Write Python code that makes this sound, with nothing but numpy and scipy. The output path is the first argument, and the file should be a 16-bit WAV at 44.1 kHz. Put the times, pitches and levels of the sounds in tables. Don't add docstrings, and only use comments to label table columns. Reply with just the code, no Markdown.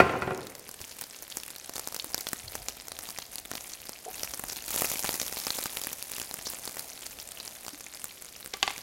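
import sys
import numpy as np
from scipy import signal
from scipy.fft import rfft, irfft
from scipy.io import wavfile
from scipy.ndimage import uniform_filter1d

SR = 44100
rng = np.random.default_rng(int(sys.argv[2]) if len(sys.argv) > 2 else 0)


def waveform_to_disk(signal):
    frames = np.transpose(np.atleast_2d(signal))
    scaled = np.clip(frames, -1, 1) * 32767
    samples = np.round(scaled).astype(np.int16)
    wavfile.write(sys.argv[1], SR, samples)


N = 389182
TIME = np.arange(N) / SR


def undb(db):
    return 10 ** (np.asarray(db) / 20)


def unit(x):
    return x / np.sqrt(np.mean(x ** 2, axis=-1, keepdims=True))


def add(out, start_s, sound):
    i = int(np.clip(start_s * SR, 0, N - 1))
    out[i:i + len(sound)] += sound[:N - i]


def band(x, lo_hz, hi_hz, order=2):
    sos = signal.butter(order, [lo_hz, hi_hz], "band", fs=SR, output="sos")
    return signal.sosfilt(sos, x)


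def colour(x, points):
    size = 4096
    hz, db = np.transpose(points)
    log_bins = np.log(np.fft.rfftfreq(size, 1 / SR) + 1)
    gain = unit(undb(np.interp(log_bins, np.log(hz), db)))
    cepstrum = irfft(np.log(gain))[:size // 2]
    cepstrum[1:] *= 2
    impulse = irfft(np.exp(rfft(cepstrum, size)))
    return signal.fftconvolve(x, impulse)[:len(x)]


def resonate(x, hz, q):
    f = np.fft.rfftfreq(x.shape[-1], 1 / SR) + 1
    return irfft(rfft(x) / (1 + 1j * q * (f / hz - hz / f)))


def fade(t, t60):
    return np.exp(-np.log(1000) * t / t60)


def walk(rate_hz):
    knots = rng.standard_normal(N // 100)
    return np.interp(TIME * rate_hz, np.arange(len(knots)), knots)


def clicks(rate_hz, spread_db):
    chance, size, sign = rng.random((3, N))
    heights = np.sign(sign - .5) * unit(undb(-spread_db * np.sqrt(size)))
    return (chance < rate_hz / SR) * heights * np.sqrt(SR / rate_hz)


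def burst(t, t60, snap, grain_db=7.0):
    shape = (len(t60), len(t))
    grain = unit(uniform_filter1d(rng.standard_normal(shape), size=14))
    ragged = unit(undb(grain_db * grain))
    spit = rng.standard_normal(shape) * ragged * fade(t, t60)
    spit[:, 1] += snap * rng.choice([-1, 1], len(t60))
    return spit


def kitchen(x, wet_db=-18, t60=0.46):
    t = TIME[:SR // 2]
    echo = band(rng.standard_normal(len(t)), 106, 10300, order=1) * fade(t, t60) * (t > .003)
    return x + undb(wet_db) * signal.fftconvolve(x, echo / np.linalg.norm(echo))[:N]


def blows(hits, modes, outline, ring_db, crack_db, crack_t60, tail_db, tail_t60, treble_hz, flutter):
    out, t = np.zeros(N), TIME[:SR]
    for s, db, treble_db in hits:
        ring = 0
        for hz, mode_db, t60 in modes:
            wobble = np.interp(t * 45, np.arange(64), rng.standard_normal(64))
            phase = 2 * np.pi * (hz * t + rng.random()) + flutter * wobble
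            strength = undb(mode_db + 0.53 * rng.standard_normal())
            ring = ring + strength * np.sin(phase) * fade(t, t60)
        decay = undb(crack_db) * fade(t, crack_t60) + undb(tail_db) * fade(t, tail_t60)
        hit = undb(ring_db) * ring + colour(rng.standard_normal(len(t)) * decay, outline)
        treble = (undb(treble_db) - 1) * band(hit, treble_hz, 20000, order=1)
        add(out, s, undb(db) * (hit + treble))
    return out


# (t/s, relative level/dB, treble gain/dB)
CLATTER_HITS = [(0.001, -15, 6), (0.024, -23.5, -18), (0.067, -28.5, -5), (0.094, -37, 11.5),
                (0.137, -29, -10), (0.154, -30, -14), (0.221, -25.5, 1.5), (0.274, -26, -4.5),
                (0.307, -26.5, -6), (0.349, -45, -16), (0.389, -40, -13)]
# (f/Hz, relative level/dB, t60/s)
COOKWARE_MODES = [(83, -12.5, 0.32), (135.8, -8, 0.31), (350, -31, 0.2), (377.4, 1, 0.42), (535, -14, .25),
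                  (735, 1, 0.12), (895, -13, 0.36), (1050, -13, 0.44), (1360, 6, 0.059), (1410, 3, 0.09),
                  (1565, -11, 0.22), (1954, -4.5, 0.1), (2460, -3.5, 0.1), (2590, -13, 0.083),
                  (4570, -22, 0.15)]
# (f/Hz, relative level/dB)
CLANG_OUTLINE = [(30, -16), (130, 2), (230, 0), (400, 5), (800, -1.5), (1400, -6.5), (2600, -12),
                 (3600, -23.5), (7000, -33), (16000, -44)]


def clatter():
    return blows(CLATTER_HITS, COOKWARE_MODES, CLANG_OUTLINE, ring_db=-7.5, crack_db=1.5, crack_t60=0.044,
                 tail_db=-14.5, tail_t60=1.0, treble_hz=1200, flutter=0.4)


# (t/s, relative level/dB, treble gain/dB)
SPATULA_KNOCKS = [(8.5375, -30.5, 3), (8.6285, -21, 2.5), (8.6775, -28, -1), (8.697, -48, 10),
                  (8.705, -35.5, -3)]
# (f/Hz, relative level/dB, t60/s)
WOOD_MODES = [(191, -16, 0.074), (402, -8, 0.083), (783, 4, 0.038), (1163, -1, 0.1), (1670, -10, 0.08),
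              (2080, 9.5, 0.026), (2310, -5, 0.043), (3100, -1, 0.025), (3540, 4.5, 0.019),
              (4600, -4, 0.044), (5600, -11, .03), (6770, -19, .035)]
# (f/Hz, relative level/dB)
CRACK_OUTLINE = [(50, -4.5), (200, -6.5), (800, -1.5), (1400, -5), (2200, 0), (4800, -6.5), (7200, -11),
                 (8200, -22), (16000, -36)]


def spatula():
    return blows(SPATULA_KNOCKS, WOOD_MODES, CRACK_OUTLINE, ring_db=-6.5, crack_db=7.0, crack_t60=0.016,
                 tail_db=-20.5, tail_t60=0.67, treble_hz=2520, flutter=.3)


# (t/s at the fastest, relative swish level/dB, churn level/dB)
STROKE_TABLE = [(1.75, -56, -72), (2.17, -58, -66), (2.58, -54.5, -55), (2.98, -55.5, -62),
                (3.35, -59, -66), (3.6, -62, -73), (4.17, -55.5, -68), (4.45, -65, -59), (4.78, -55, -64),
                (4.98, -58, -60), (5.3, -65, -72), (5.85, -64, -68), (6.499, -56.5, -69), (6.819, -55, -75),
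                (7.2, -59, -66), (7.55, -56.5, -74)]
# (from t/s, to t/s)
STIRRING_SPAN_S = (2.1, 6.6)
# (f/Hz, relative level/dB)
SWISH_OUTLINE = [(100, -8), (450, -4.5), (680, 4), (900, -0.5), (1300, -18), (3000, -37)]
RUMBLE_OUTLINE = [(15, -23), (45, 4.5), (80, 1), (170, -13), (400, -13.5), (1500, -46)]
STROKE_HALF_S = .13
HOLLOW_HZ, HOLLOW_RISE_HZ = 670, 44.1


def stirring(swish_db=-4, hollow_db=-5.0, width_hz=45, rest_swish_db=-68, rest_churn_db=-68, open_share=0.44):
    s, swish_dbs, churn_dbs = np.transpose(STROKE_TABLE)
    speed = np.exp(-((TIME - s[:, None]) / STROKE_HALF_S) ** 2)
    swish = np.sqrt(undb(rest_swish_db) ** 2 + undb(swish_dbs) ** 2 @ speed)
    rumble = np.sqrt(undb(rest_churn_db) ** 2 + undb(churn_dbs) ** 2 @ speed)
    blade_in = (TIME > STIRRING_SPAN_S[0]) & (TIME < STIRRING_SPAN_S[1])
    blade = uniform_filter1d(np.where(blade_in, 1., open_share), size=SR // 3)
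    hollow_hz = HOLLOW_HZ + HOLLOW_RISE_HZ * speed.sum(0)
    carrier = np.sin(2 * np.pi * np.cumsum(hollow_hz) / SR)
    hollow = blade * unit(band(rng.standard_normal(N), 1, width_hz) * carrier)
    wash = undb(swish_db) * colour(rng.standard_normal(N), SWISH_OUTLINE) + undb(hollow_db) * hollow
    churn = colour(rng.standard_normal(N), RUMBLE_OUTLINE) * rumble * undb(2.0 * walk(17))
    return wash * swish * undb(1.0 * walk(30)) + churn


# (t/s, f/Hz at the start, level/dB, t60/s)
GLOOP_TABLE = [(.808, 85, -42, 0.096), (2.062, 298, -41, 0.062), (2.44, 105, -43, 0.11),
               (2.465, 85.6, -42.5, .15), (2.6, 120, -49, .15), (4.061, 450, -31, 0.04),
               (4.063, 666, -29.5, 0.0436), (4.079, 726, -29.5, 0.075), (4.081, 430, -33, 0.053),
               (4.083, 890, -44, 0.046), (7.732, 284, -38, 0.083)]


def gloops(glide_per_s=1.0, attack_s=0.0016):
    out, t = np.zeros(N), TIME[:SR // 4]
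    for s, hz, db, t60 in GLOOP_TABLE:
        tone = np.sin(2 * np.pi * hz * t * (1 + glide_per_s * t))
        add(out, s, undb(db) * tone * fade(t, t60) * (1 - np.exp(-t / attack_s)))
    return out


# (t/s, length/s, f/Hz, level/dB)
SQUIRT_TABLE = [(2.477, 0.0095, 4240, -36), (4.805, 0.011, 3300, -39), (6.422, .006, 6030, -37),
                (6.449, 0.01, 6230, -38), (6.454, 0.016, 4320, -33.5), (6.466, 0.015, 5330, -34.5),
                (6.483, 0.012, 5140, -36)]


def squirts(q=7.9, sputter_db=5.0):
    out = np.zeros(N)
    jet = rng.standard_normal(N) * unit(undb(sputter_db * walk(870)))
    for s, length_s, hz, db in SQUIRT_TABLE:
        i = int(s * SR)
        hiss = unit(resonate(jet[i:i + 2048], hz, q))
        swell = np.sin(np.pi * np.minimum(TIME[:len(hiss)] / length_s, 1))
        add(out, s, undb(db) * hiss * swell)
    return out


# (t/s, level/dB, cavity f/Hz, plop/dB and spray/dB re level), before pops() trims
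LOUD_POPS = [(0.552, -39.5, 7500, -9, -5), (0.6908, -45, 4570, 0.5, 5), (0.8145, -44.5, 4400, -1, 5.5),
             (1.0198, -38.5, 7500, -5.5, 3), (1.3236, -39.5, 3400, -16, -8), (1.3707, -31, 6260, -7.5, 0),
             (1.6945, -38.5, 5200, -0.5, 0.5), (1.7649, -35.5, 5330, -8.5, -6), (1.7808, -36, 6800, -4, 0),
             (1.7951, -33, 6400, -6.5, 1), (1.8739, -34, 5650, -3, 2), (1.9449, -35, 5900, -6, 2),
             (1.9638, -33.5, 5530, -8, -2), (1.9977, -30, 3800, -25, -29), (2.0443, -36, 7100, -4, 3),
             (2.1446, -26.0, 5160, -7, -1), (2.1793, -35.5, 3870, -5.5, 0), (2.269, -32, 3630, -4, -5),
             (2.288, -33.5, 5900, -15, -1), (2.3317, -29.5, 7200, -2, 1), (2.5537, -33.5, 6200, -2, 0),
             (2.6848, -28, 6540, -11, -5.5), (2.8826, -37, 6300, -6, -1), (2.9185, -38.5, 3980, -3.5, -4),
             (2.9895, -35, 6650, -6.5, 0), (3.0886, -39.0, 4500, -4.5, -2), (3.1865, -33, 6600, -4, -4),
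             (3.3829, -35.5, 5200, -15, -6), (3.5151, -36, 6300, 2.5, 0.5), (3.5356, -40, 6350, -1, -6.5),
             (3.5529, -35.0, 4500, -4, -4), (3.7353, -36.0, 6500, -22, -14), (3.8933, -39.5, 5000, 0.5, 3),
             (4.2326, -29.5, 5250, -7, -2), (4.3371, -33.5, 5800, -7, -14), (4.3952, -41, 6300, 2.5, 9),
             (4.4381, -42.5, 7560, 6.5, 9), (4.4982, -33.5, 6200, -11, -10),
             (4.5229, -36.5, 6700, -9, -2.5), (4.7429, -32, 5900, -4.5, 0), (4.761, -31, 7000, -3.5, 4),
             (4.7774, -34, 6500, -13, -6), (4.798, -34, 6800, -8, -5), (4.8199, -30.5, 7000, 3.5, 5),
             (4.8443, -32.5, 7100, 0.5, 4), (4.9158, -34, 6850, -0.5, 4), (4.9566, -35.5, 2200, -5.5, -5),
             (5.0443, -33.5, 7120, 2, 3), (5.0497, -38, 4400, 4, 4), (5.0917, -29.5, 4380, 0.5, -10),
             (5.1415, -33.5, 5100, -3, 2), (5.1994, -27, 6600, -13, -10), (5.3255, -37.5, 5400, -1, -2),
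             (5.3704, -37, 4740, 0.5, -2), (5.4682, -27.5, 5600, -4.5, -6.5),
             (5.5046, -25.5, 4130, -8.5, -10), (5.5871, -32.5, 5800, -1, -2), (5.6383, -35, 6600, -11.5, 4),
             (5.6575, -32, 6800, 0, -3), (5.7705, -32.5, 2170, -6.5, 0.5), (5.8372, -32, 6800, -13, -3),
             (5.8702, -34.5, 7300, -1.5, 5), (5.93, -34, 6200, -11, 2.5), (6.0257, -38.5, 3960, -8.5, 5),
             (6.1165, -39.5, 6500, -3.5, 8.5), (6.1825, -39.5, 5700, -1.5, 3.5),
             (6.2161, -33.5, 6600, -7, -8), (6.3116, -38, 4220, -2.5, -3), (6.3413, -41, 5060, 1, 10.5),
             (6.3882, -47.5, 5000, 5, 5.5), (6.4693, -34.5, 5680, -4, -11), (6.6761, -35, 4500, -3, -7),
             (6.7691, -41.5, 5600, 3.5, 4), (6.7943, -38, 4400, -12, 3), (7.0652, -36, 6000, -12, -1.5),
             (7.1998, -38, 5530, -17, -8), (7.4005, -36.5, 4270, -12, -9), (7.4775, -36.0, 5600, -10, -13),
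             (7.6812, -36.5, 6000, -2.5, -3), (8.0427, -41.5, 7240, -0.5, 11.5),
             (8.4603, -37, 7600, -6, -4), (8.7798, -36, 6500, -7, -1)]


def pops(bubbles, t60=0.011, snap=3.5, q=4, plop_hz=800, splash=1.52, splash_hz=1900,
         plop_trim_db=1.5, ring_trim_db=1.0, spray_trim_db=1.5, cavity_lo_hz=2000):
    s, db, hz, plop_db, spray_db = np.transpose(bubbles)[:, :, None]
    out, t = np.zeros(N), np.arange(1024) / SR
    share = np.sqrt(.005 * SR / len(t))
    tear = burst(t, np.full(s.shape, t60), snap)
    puff = band(t * np.exp(-t * 2 * np.pi * plop_hz), 97, 6100, order=1)
    body = unit(unit(puff) + splash * unit(band(tear, 265, splash_hz)))
    cavity = unit(band(resonate(tear, hz, q), cavity_lo_hz, 5440))
    mist = unit(band(resonate(tear, 8900, 0.49), 4630, SR / 2 - 1, order=3))
    mix = undb(plop_db + plop_trim_db) * body
    mix = mix + undb(ring_trim_db) * cavity
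    mix = mix + undb(spray_db + spray_trim_db) * mist
    for start_s, sound in zip(s[:, 0], share * undb(db) * mix):
        add(out, start_s, sound)
    return out


SMALL_RATE_HZ, SMALL_FLARE_RATE_HZ = 5, 18
SMALL_DB, SMALL_FLARE_DB, SMALL_SPREAD_DB = -45, 7, 2.5
SMALL_HZ, SMALL_SPREAD_OCTAVES = 5330, 0.47
SMALL_PLOP_DB, SMALL_SPRAY_DB = -5.5, 3.5


def small_bubbles(heat):
    count = 400
    when, chance = rng.random((count, 2)).T
    size, pitch, plop, spray = rng.standard_normal((count, 4)).T
    hot = heat[(when * (N - 1)).astype(int)]
    level_db = SMALL_DB + SMALL_FLARE_DB * hot + SMALL_SPREAD_DB * size
    hz = SMALL_HZ * 2 ** (SMALL_SPREAD_OCTAVES * pitch)
    plop_db = SMALL_PLOP_DB + SMALL_SPREAD_DB * plop
    spray_db = SMALL_SPRAY_DB + SMALL_SPREAD_DB * spray
    rows = np.c_[when * N / SR, level_db, hz, plop_db, spray_db]
    return rows[chance * count < (SMALL_RATE_HZ + SMALL_FLARE_RATE_HZ * hot) * N / SR]


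# (t/s, level/dB on the simmer scale, t60/s)
FLARE_TABLE = [(.72, -55, 2.5), (1.27, -51, .7), (1.68, -54, 3.6), (2.1, -56, 5), (2.42, -53, 1.23),
               (2.93, -54, 2.2), (3.45, -54, 3), (4.05, -50.5, 3.8), (4.38, -51, 4.5), (4.65, -38, 1.95),
               (4.98, -44.5, 3), (5.28, -46, 4.8), (5.7, -54, 1.9), (6.06, -54, 3), (6.38, -52, 2.9),
               (6.68, -54, 4.7), (7.022, -59, 0.76), (7.33, -54, 1.7), (7.93, -57.5, 2.6),
               (8.6, -55.5, 2.2)]
FLARE_ATTACK_S = .11
SIMMER_DB, SIMMER_START_DB, SIMMER_RISE_S = -54, -6.5, 0.75


def sizzle_rise():
    power = undb(SIMMER_DB + SIMMER_START_DB * np.maximum(1 - TIME / SIMMER_RISE_S, 0)) ** 2
    for s, db, t60 in FLARE_TABLE:
        swell = np.clip((TIME - s) / FLARE_ATTACK_S, 0, 1)
        decay = fade(np.maximum(TIME - s - FLARE_ATTACK_S, 0), t60)
        power = power + (undb(db) * swell * decay) ** 2
    return 10 * np.log10(power) - SIMMER_DB


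# (f/Hz, relative level/dB)
CRACKLE_OUTLINE = [(80, 8), (300, 8), (1000, 10), (1450, 8.5), (2300, 9.5), (3000, 2.5), (4600, 0),
                   (6600, 0), (8000, -2.5), (10000, 0.5), (13000, -6), (16000, -4)]


def crackle(heat, calm_rate_hz=260, flare_rate_hz=380, range_db=21, pitch_hz=7000, octaves=2.81,
            q=5.2, broad=0.31, short_t60=0.0018, extra_t60=0.0098):
    count = 6000
    when, chance, size, length, pitch = rng.random((count, 5)).T
    rate_hz = calm_rate_hz + flare_rate_hz * heat
    t = np.arange(384) / SR
    hz = pitch_hz * 2 ** (octaves * (np.sqrt(pitch) - .6))
    tears = burst(t, short_t60 + extra_t60 * length[:, None], snap=2.85)
    grains = unit(unit(resonate(tears, hz[:, None], q)) + broad * unit(tears))
    muffling = np.sqrt(np.minimum(hz / pitch_hz, 1))
    grains *= unit(undb(-range_db * np.sqrt(size)) * muffling)[:, None]
    out = np.zeros(N)
    chosen = chance * count < rate_hz[(when * (N - 1)).astype(int)] * N / SR
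    for k in np.flatnonzero(chosen):
        add(out, when[k] * N / SR, grains[k])
    return colour(out / np.sqrt(rate_hz * len(t) / SR), CRACKLE_OUTLINE)


# (f/Hz, relative level/dB)
SIMMER_OUTLINE = [(59, -38), (100, -4), (583, -2.5), (970, -12), (1760, -7.5), (2630, -9.5), (5080, -7),
                  (5900, -8.5), (6840, -9), (10700, -11.5), (13200, -8.5), (15000, -25), (16000, -32.5)]
FLARE_OUTLINE = [(100, -15), (300, -10), (900, -0.5), (1500, -27), (2400, -4), (3100, -7), (4900, -6),
                 (6800, 0), (8100, -4), (10200, 1), (11300, -2), (12500, 3), (16000, -7)]


def fizz(heat, grain_db=0.5, flare_db=6.0, hiss=0.15, gust_db=4.0):
    steam = unit(rng.standard_normal(N) * undb(grain_db * walk(1100))) * undb(0.69 * walk(25))
    gusts = unit(undb(gust_db * np.tanh(walk(140))))
    snaps = unit(clicks(1700, 30) + hiss * rng.standard_normal(N)) * gusts
    calm = np.sqrt(1 - heat) * colour(steam, SIMMER_OUTLINE)
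    return calm + np.sqrt(heat) * undb(flare_db) * colour(snaps, FLARE_OUTLINE)


BARE_DB = 12
CRACKLE_DB, CRACKLE_DB_PER_DB = -46.5, 1


def frying(rise_db, heat):
    fine = fizz(heat) * undb(SIMMER_DB + rise_db)
    return fine + crackle(heat) * undb(CRACKLE_DB + CRACKLE_DB_PER_DB * rise_db)


def scene():
    rise_db = sizzle_rise()
    heat = np.clip(rise_db / BARE_DB, 0, 1)
    handled = clatter() + spatula() + stirring()
    bubbling = gloops() + squirts() + pops(LOUD_POPS) + pops(small_bubbles(heat))
    return kitchen(handled + bubbling + frying(rise_db, heat))[None]


def record(dry):
    return signal.sosfilt(signal.ellip(10, .2, 70, 15900, fs=SR, output="sos"), dry)


dry = scene()
out = record(dry)
waveform_to_disk(out)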